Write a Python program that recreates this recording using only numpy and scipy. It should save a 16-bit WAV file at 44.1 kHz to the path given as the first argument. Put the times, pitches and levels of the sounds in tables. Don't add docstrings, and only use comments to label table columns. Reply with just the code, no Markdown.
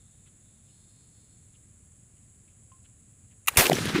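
import sys
import numpy as np
from scipy import signal
from scipy.io import wavfile
from scipy.ndimage import uniform_filter1d

SR = 44100
rng = np.random.default_rng(int(sys.argv[2]) if len(sys.argv) > 2 else 0)


def gain_from_decibels(decibels):
    exponent = np.asarray(decibels, float) / 20
    return 10 ** exponent


def int16_out(signal):
    q = np.round(np.clip(np.atleast_2d(signal).T, -1, 1) * 32767)
    wavfile.write(sys.argv[1], SR, q.astype(np.int16))


N = 176400


def evened(x):
    return x / np.sqrt(np.mean(x ** 2) + 1e-20)


def read(points, hz):
    f, value = np.transpose(points)
    return np.interp(np.log(hz + 1), np.log(f + 1), value)


def add(mix, s, sound):
    part = mix[round(s * SR):][:len(sound)]
    part += sound[:len(part)]


def resonate(x, hz, width):
    turn = np.exp(2j * np.pi * hz * np.arange(len(x)) / SR)
    r = np.exp(-np.pi * abs(width) / SR)
    return 2 * (turn * signal.lfilter([1 - r], [1, -r], x / turn + 1e-18)).real


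def body(x, peaks):
    out = 0
    for k, (hz, width, db) in enumerate(peaks):
        out = out + (-1) ** k * gain_from_decibels(db) * resonate(resonate(x, hz, width), hz, width)
    return out


def noise(shape, patchy_db, count=N, size=1024, t60=None, hold=0.):
    hop = size // 4
    frames, hz = count // hop + 5, np.fft.rfftfreq(size, 1 / SR)
    a, b, p = rng.standard_normal((frames, len(hz), 3)).T
    patches = uniform_filter1d(uniform_filter1d(p, size=10, axis=0), size=6, axis=1)
    z = (a + 1j * b) * gain_from_decibels(read(shape, hz)[:, None] + patchy_db * evened(patches))
    x = signal.istft(z, nperseg=size, noverlap=size - hop)[1]
    scale = np.std(x)
    if t60:
        age = np.maximum(np.arange(frames) * hop / SR - hold, 0)
        z = z * gain_from_decibels(-60 * age / read(t60, hz)[:, None])
        x = signal.istft(z, nperseg=size, noverlap=size - hop)[1]
    return x[:count] / scale


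# (f/Hz, level/dB per Hz)
AIR = [(15, -34), (25, -16.5), (108, 0.5), (157, -9.5), (206, -9), (259, -16.5), (366, -22.5), (894, -33),
       (2200, -33.5), (5500, -40.5), (7800, -49), (13200, -120)]
# (f/Hz, level/dB per Hz)
CHORUS = [(3470, -60), (5900, -26), (6820, -1), (7890, 3), (9020, -12), (9750, -4), (10400, -3.5),
          (10900, -15.5), (11400, -62), (15000, -70), (22000, -120)]


def lawn():
    t = np.arange(N) / SR
    throb = evened(sum(np.sin(2 * np.pi * (f * t + rng.random())) for f in np.geomspace(15, 300, 30)))
    hiss = [(4450, -40), (8900, 0), (11000, -14), (11400, -34), (12300, -32), (12800, -3),
            (15300, 0), (15450, -50)]
    return (gain_from_decibels(-58.5) * noise(AIR, patchy_db=0.0, size=2048)
            + gain_from_decibels(-83.5) * noise(hiss, patchy_db=-2.0)
            + gain_from_decibels(-61 + 0.84 * throb) * noise(CHORUS, patchy_db=0.1, size=512))


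# (t/s, wing beat f/Hz, level/dB, nearness 0-1)
FLIGHT = [(0.0, 222, -67, 0.3), (.3, 222, -73, 0.3), (.4, 221, -75, 0.1), (.49, 220, -67, 0.2),
          (.62, 225.5, -73, 0.4), (.732, 223.6, -66, 0.8), (.79, 220, -70, 0.9), (.844, 216.7, -69, 1),
          (.865, 218.2, -75, 1), (.9, 219.2, -69, 1), (.966, 214.2, -78.5, 1), (1.028, 215.9, -77, 1),
          (1.12, 218.6, -83, 1), (1.15, 215.1, -77.5, 1), (1.254, 217.5, -79, 1), (1.284, 218.5, -84, 1),
          (1.314, 216.3, -77, 1), (1.45, 210, -74, .6)]
# (f/Hz, width/Hz, level/dB)
INSECT_BODY = [(3606, 520, -0.5), (4290, 270, 4.5), (5030, 490, -2.5)]


def buzzer():
    wobble, fade_db_per_s = 0.00587, 30
    s, rate, db, near = np.transpose(FLIGHT)
    t = np.arange(N) / SR
    near = np.interp(t, s, near)
    ragged = np.interp(t, [.7, .92, .97, 1.3, 1.4], [.85, .7, .3, .35, .85])
    drift = evened(uniform_filter1d(uniform_filter1d(rng.standard_normal(N), size=500), size=500))
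    turns = np.cumsum(np.interp(t, s, rate) * (1 + 2 * wobble * ragged * drift)) / SR
    clicks = sum(np.cos(2 * np.pi * k * turns) for k in range(12, 27))
    drive = (1 - ragged) * evened(clicks) + .6 * ragged * rng.standard_normal(N)
    voice = body(drive, INSECT_BODY[:1]) - (.05 + 0.8 * near) * body(drive, INSECT_BODY[1:])
    level_db = np.interp(t, s, db) - fade_db_per_s * np.maximum(t - s[-1], 0) + 4.0
    return gain_from_decibels(level_db) * voice / np.std(voice[SR:SR + 12000])


def chirp(db, hz, length):
    rasp_hz, width_hz = 345, 740
    z, n = rng.standard_normal((2, 4000)), min(int(length * SR), 4000)
    turns = np.cumsum(rasp_hz * (1 + .5 * uniform_filter1d(z[0], size=200))) / SR
    scrapes = evened(np.diff(np.floor(turns), prepend=0)) + 1.2 * z[1]
    ringing = resonate(resonate(scrapes, hz, width_hz), hz, 1.9 * width_hz)
    return gain_from_decibels(db) * evened(ringing)[:n] * np.hanning(n) ** 1.04


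# (t/s, level/dB, f/Hz, length/s)
CHIRPS = [(0.2594, -55, 2370, 0.044), (0.263, -56, 3250, 0.038), (0.261, -59, 1500, 0.039),
          (0.685, -57.5, 2800, 0.039), (1.542, -52, 2940, 0.036), (2.165, -59.5, 2700, 0.033),
          (2.474, -55, 2420, 0.035), (2.499, -61, 2800, 0.037), (2.718, -51, 2680, .012),
          (2.847, -49.5, 2820, 0.027), (2.844, -59, 3800, .025), (2.848, -55, 1600, 0.028),
          (3.21, -69, 2520, 0.029), (3.306, -55.5, 2870, 0.037), (3.31, -59, 2010, 0.041)]


def chirps():
    out = np.zeros(N)
    for s, db, hz, length in CHIRPS:
        add(out, s - 0.34 * length, chirp(db - 15.5, hz, 1.34 * length))
    return out


def ping():
    hz, t60_s = 1055, 0.17
    out, t = np.zeros(N), np.arange(9000) / SR
    ring = gain_from_decibels(-53 - 60 * t / t60_s) * np.sin(2 * np.pi * hz * t)
    tick = gain_from_decibels(-57) * resonate(1. * (t == 0), 1500, 2500)
    add(out, 2.718, ring + tick)
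    return out


# (t/s, level/dB, share of wood/dB, time to fall 60 dB/s)
CONTACTS = [
    (3.461, -55, 0, 0.018),
    (3.4732, -16.5, -13, 0.0091),
    (3.4757, -28.5, 7, 0.029),
    (3.478, -18, -15, 0.0053),
    (3.4812, -20, 6.5, 0.02),
    (3.4827, -15, 4.5, 0.027),
    (3.4852, -21, 4, 0.025),
    (3.55, -42, -2, .02),
    (3.5575, -42.5, 10.5, 0.035),
    (3.5625, -41, 9, 0.024),
]
# (f/Hz, width/Hz, level/dB)
STEEL = [(3890, 570, 1), (6820, 1860, -1), (9300, 1200, -1), (10740, 1400, 0.5), (14000, 2100, -1)]
# (f/Hz, width/Hz, level/dB)
STOCK = [(505, 88, -12), (860, 225, -9.5), (1167, 330, -6), (2054, 230, 2.5), (2630, 530, -4)]


def lock():
    out, t = np.zeros(N), np.arange(4000) / SR
    for s, db, wood_db, t60 in CONTACTS:
        z = rng.standard_normal((2, 4000))
        sound = evened(body(z[0], STEEL)) + gain_from_decibels(wood_db) * evened(body(z[1], STOCK))
        add(out, s, gain_from_decibels(db - 60 * t / t60) * np.minimum(t / .0004, 1) * sound)
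    low_cut = signal.butter(3, 420, 'high', fs=SR, output='sos')
    return signal.sosfilt(low_cut, out)


# (f/Hz, level/dB per Hz)
FIZZ = [(120, -16), (200, -5.5), (1390, -4.5), (1550, -1.5), (5470, -18), (9500, -10.5), (15600, -20)]


def pan():
    out, t = np.zeros(N), np.arange(6000) / SR
    level = gain_from_decibels(-46.5 + 9.7 * np.exp(-t / 0.0059)) * np.minimum(t / 0.0016, 1)
    add(out, 3.474, level * noise(FIZZ, patchy_db=2.5, count=6000, size=256))
    return out


# (t/s,
# level/dB, f/Hz, cycles, start of the swing/turns)
SLAPS = [(3.532, -39.5, 100, 1.3, -0.025), (3.5645, -23, 300, 0.55, -0.065), (3.585, -26, 62, 1.8, 0.061),
         (3.59, -22.5, 108, 2.5, 0.49), (3.596, -23, 350, 4, -0.085), (3.617, -25, 620, 5.5, 0),
         (3.664, -25.5, 365, 4.4, 0.015), (3.725, -21, 167.4, 4.5, -0.06), (3.955, -24.5, 174, 3.7, 0.061),
         (3.6525, -22, 398, 2, -0.044), (3.6727, -21.5, 400, 2.1, -0.034), (3.6988, -5, 570, 1.08, -.1),
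         (3.7106, -15, 418, 1.8, 0.0094), (3.72, -11.5, 688, 3.7, 0.41), (3.732, -12.5, 322, 1.74, 0.022),
         (3.74, -21, 350, 2.1, 0.12), (3.7575, -26, 400, 1.5, -0.097), (3.7865, -19, 430, 1.44, -0.059),
         (3.857, -24.5, 407, 1.2, 0), (3.903, -25.5, 395, 1.65, -0.17), (3.931, -26.5, 251, 0.78, 0),
         (3.95, -19, 217, 1.16, 0.05), (3.963, -16.5, 338, 5.6, 0.2), (3.983, -19.5, 310, 2.1, 0.09),
         (3.9905, -14.5, 304, 1.2, -0.15)]


def slaps():
    out, u = np.zeros(N), np.arange(-1600, 1600) / SR
    for s, db, hz, cycles, turn in SLAPS:
        swell = np.exp(-(2.37 * u * hz / cycles) ** 2)
        pulse, suction = swell * np.cos(2 * np.pi * (hz * u - turn)), swell ** .15
        add(out, s + u[0], gain_from_decibels(db) * (pulse - suction * pulse.sum() / suction.sum()))
    return out


def puff(db, hz, width, length):
    z = rng.standard_normal((2, 4000))
    n = min(int(2 * length * SR), 4000)
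    crackle = z[0] * gain_from_decibels(3.9 * z[1])
    x = resonate(resonate(crackle, hz, width), hz, 2.1 * width)
    return gain_from_decibels(db) * evened(x)[:n] * np.hanning(n)


# (centre
# t/s, level/dB, f/Hz, width/Hz, length/s)
CRACKS = [(3.856, -35.5, 9300, 3600, .005), (3.857, -32, 2600, 830, .004), (3.873, -33, 2850, 1000, .004),
          (3.9565, -26, 1500, 750, 0.0037), (3.786, -32, 2200, 2300, .003),
          (3.657, -26, 7300, 5000, 0.0028), (3.5738, -16, 8100, 4000, .001),
          (3.564, -44, 2900, 250, 0.0068), (3.7325, -21, 3160, 730, .003),
          (3.5737, -14, 9400, 3300, 0.0044), (3.588, -22, 1600, 1600, 0.0061),
          (3.6092, -16, 2140, 900, 0.00202), (3.66, -23.5, 2400, 1500, 0.014),
          (3.668, -18.5, 2680, 1700, 0.0038), (3.6675, -23.5, 9100, 4000, 0.0018),
          (3.6985, -20.5, 4700, 4800, .002), (3.7153, -29, 1900, 850, 0.0035),
          (3.719, -26, 2060, 900, 0.0043), (3.731, -22.5, 3300, 6100, 0.0023),
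          (3.754, -33, 5900, 600, 0.0038), (3.769, -28, 1600, 1200, 0.00298),
          (3.79, -33.5, 2400, 2900, 0.012), (3.863, -36.5, 2410, 2800, .02),
          (3.893, -31, 1950, 2500, 0.022), (3.959, -28.5, 1900, 1650, 0.029),
          (3.984, -30, 1840, 1600, 0.019)]


def cracks():
    out = np.zeros(N)
    for s, db, hz, width, length in CRACKS:
        add(out, s - length, puff(db, hz, width, length))
    return out


SHOT_S = 3.5705
# (f/Hz, level/dB per Hz)
ROAR = [(24, -40), (60, -8), (250, -10.5), (600, -7.5), (983, -9.5), (2400, -6.5), (4500, -12),
        (14700, -12.5), (15800, -19.5)]
# (f/Hz, time to fall 60 dB/s)
ROAR_T60 = [(80, 0.087), (400, 0.42), (2500, 0.26), (7000, 0.21), (14000, 0.33)]
# (f/Hz, level/dB per Hz)
TAIL = [(40, -60), (150, -32), (350, -12.5), (643, -21.5), (1140, -20), (1400, -16), (2140, -19.5),
        (9820, -21), (15800, -32)]
# (f/Hz, time to fall 60 dB/s)
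TAIL_T60 = [(80, 4), (400, 4.2), (2500, 5.4), (7000, 1.78), (14000, 1.24)]
# (t/s, depth level/dB, recovery/s)
DUCKS = [
    (3.699, 9, 0.03),
    (3.7215, 3, 0.01),
]


def muzzle():
    rise_s, hold_s, tail_swell_s = 0.0021, 0.025, 0.068
    out, count = np.zeros(N), N - round(SHOT_S * SR)
    t = np.arange(count) / SR
    rise = np.minimum(t / rise_s, 1) ** 0.54
    roar = gain_from_decibels(-15) * noise(ROAR, patchy_db=1.5, count=count, size=256, t60=ROAR_T60, hold=hold_s)
    tail = gain_from_decibels(-29.5) * noise(TAIL, patchy_db=1.5, count=count, size=512, t60=TAIL_T60)
    duck_db = 0
    for s, db, back in DUCKS:
        since = t + SHOT_S - s
        duck_db = duck_db + db * np.clip(1 - since / back, 0, 1) ** .7 * (since > 0)
    add(out, SHOT_S, rise * gain_from_decibels(-duck_db) * (roar + np.minimum(t / tail_swell_s, 1) * tail))
    return out


# (f/Hz, level/dB per Hz)
RUMBLE = [(40, -32), (90, -9), (160, 1), (300, -7.5), (500, -30), (900, -68)]


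def rumble():
    out, count = np.zeros(N), N - round(SHOT_S * SR)
    swell = np.interp(np.arange(count) / SR + SHOT_S, [3.67, 3.76], [0, 1])
    add(out, SHOT_S, swell * gain_from_decibels(-33.5) * noise(RUMBLE, patchy_db=1.0, count=count))
    return out


def scene():
    wait = lawn() + buzzer() + chirps() + ping()
    shot = slaps() + cracks() + muzzle() + rumble()
    return (wait + lock() + pan() + shot)[None]


def top_cut(x):
    return signal.sosfilt(signal.butter(12, 16470, fs=SR, output="sos"), x)


def record(dry):
    edge = signal.firwin(1023, 15620, window=("kaiser", 9), fs=SR)[None]
    return top_cut(signal.oaconvolve(dry, edge, "same"))


dry = scene()
out = record(dry)
int16_out(out)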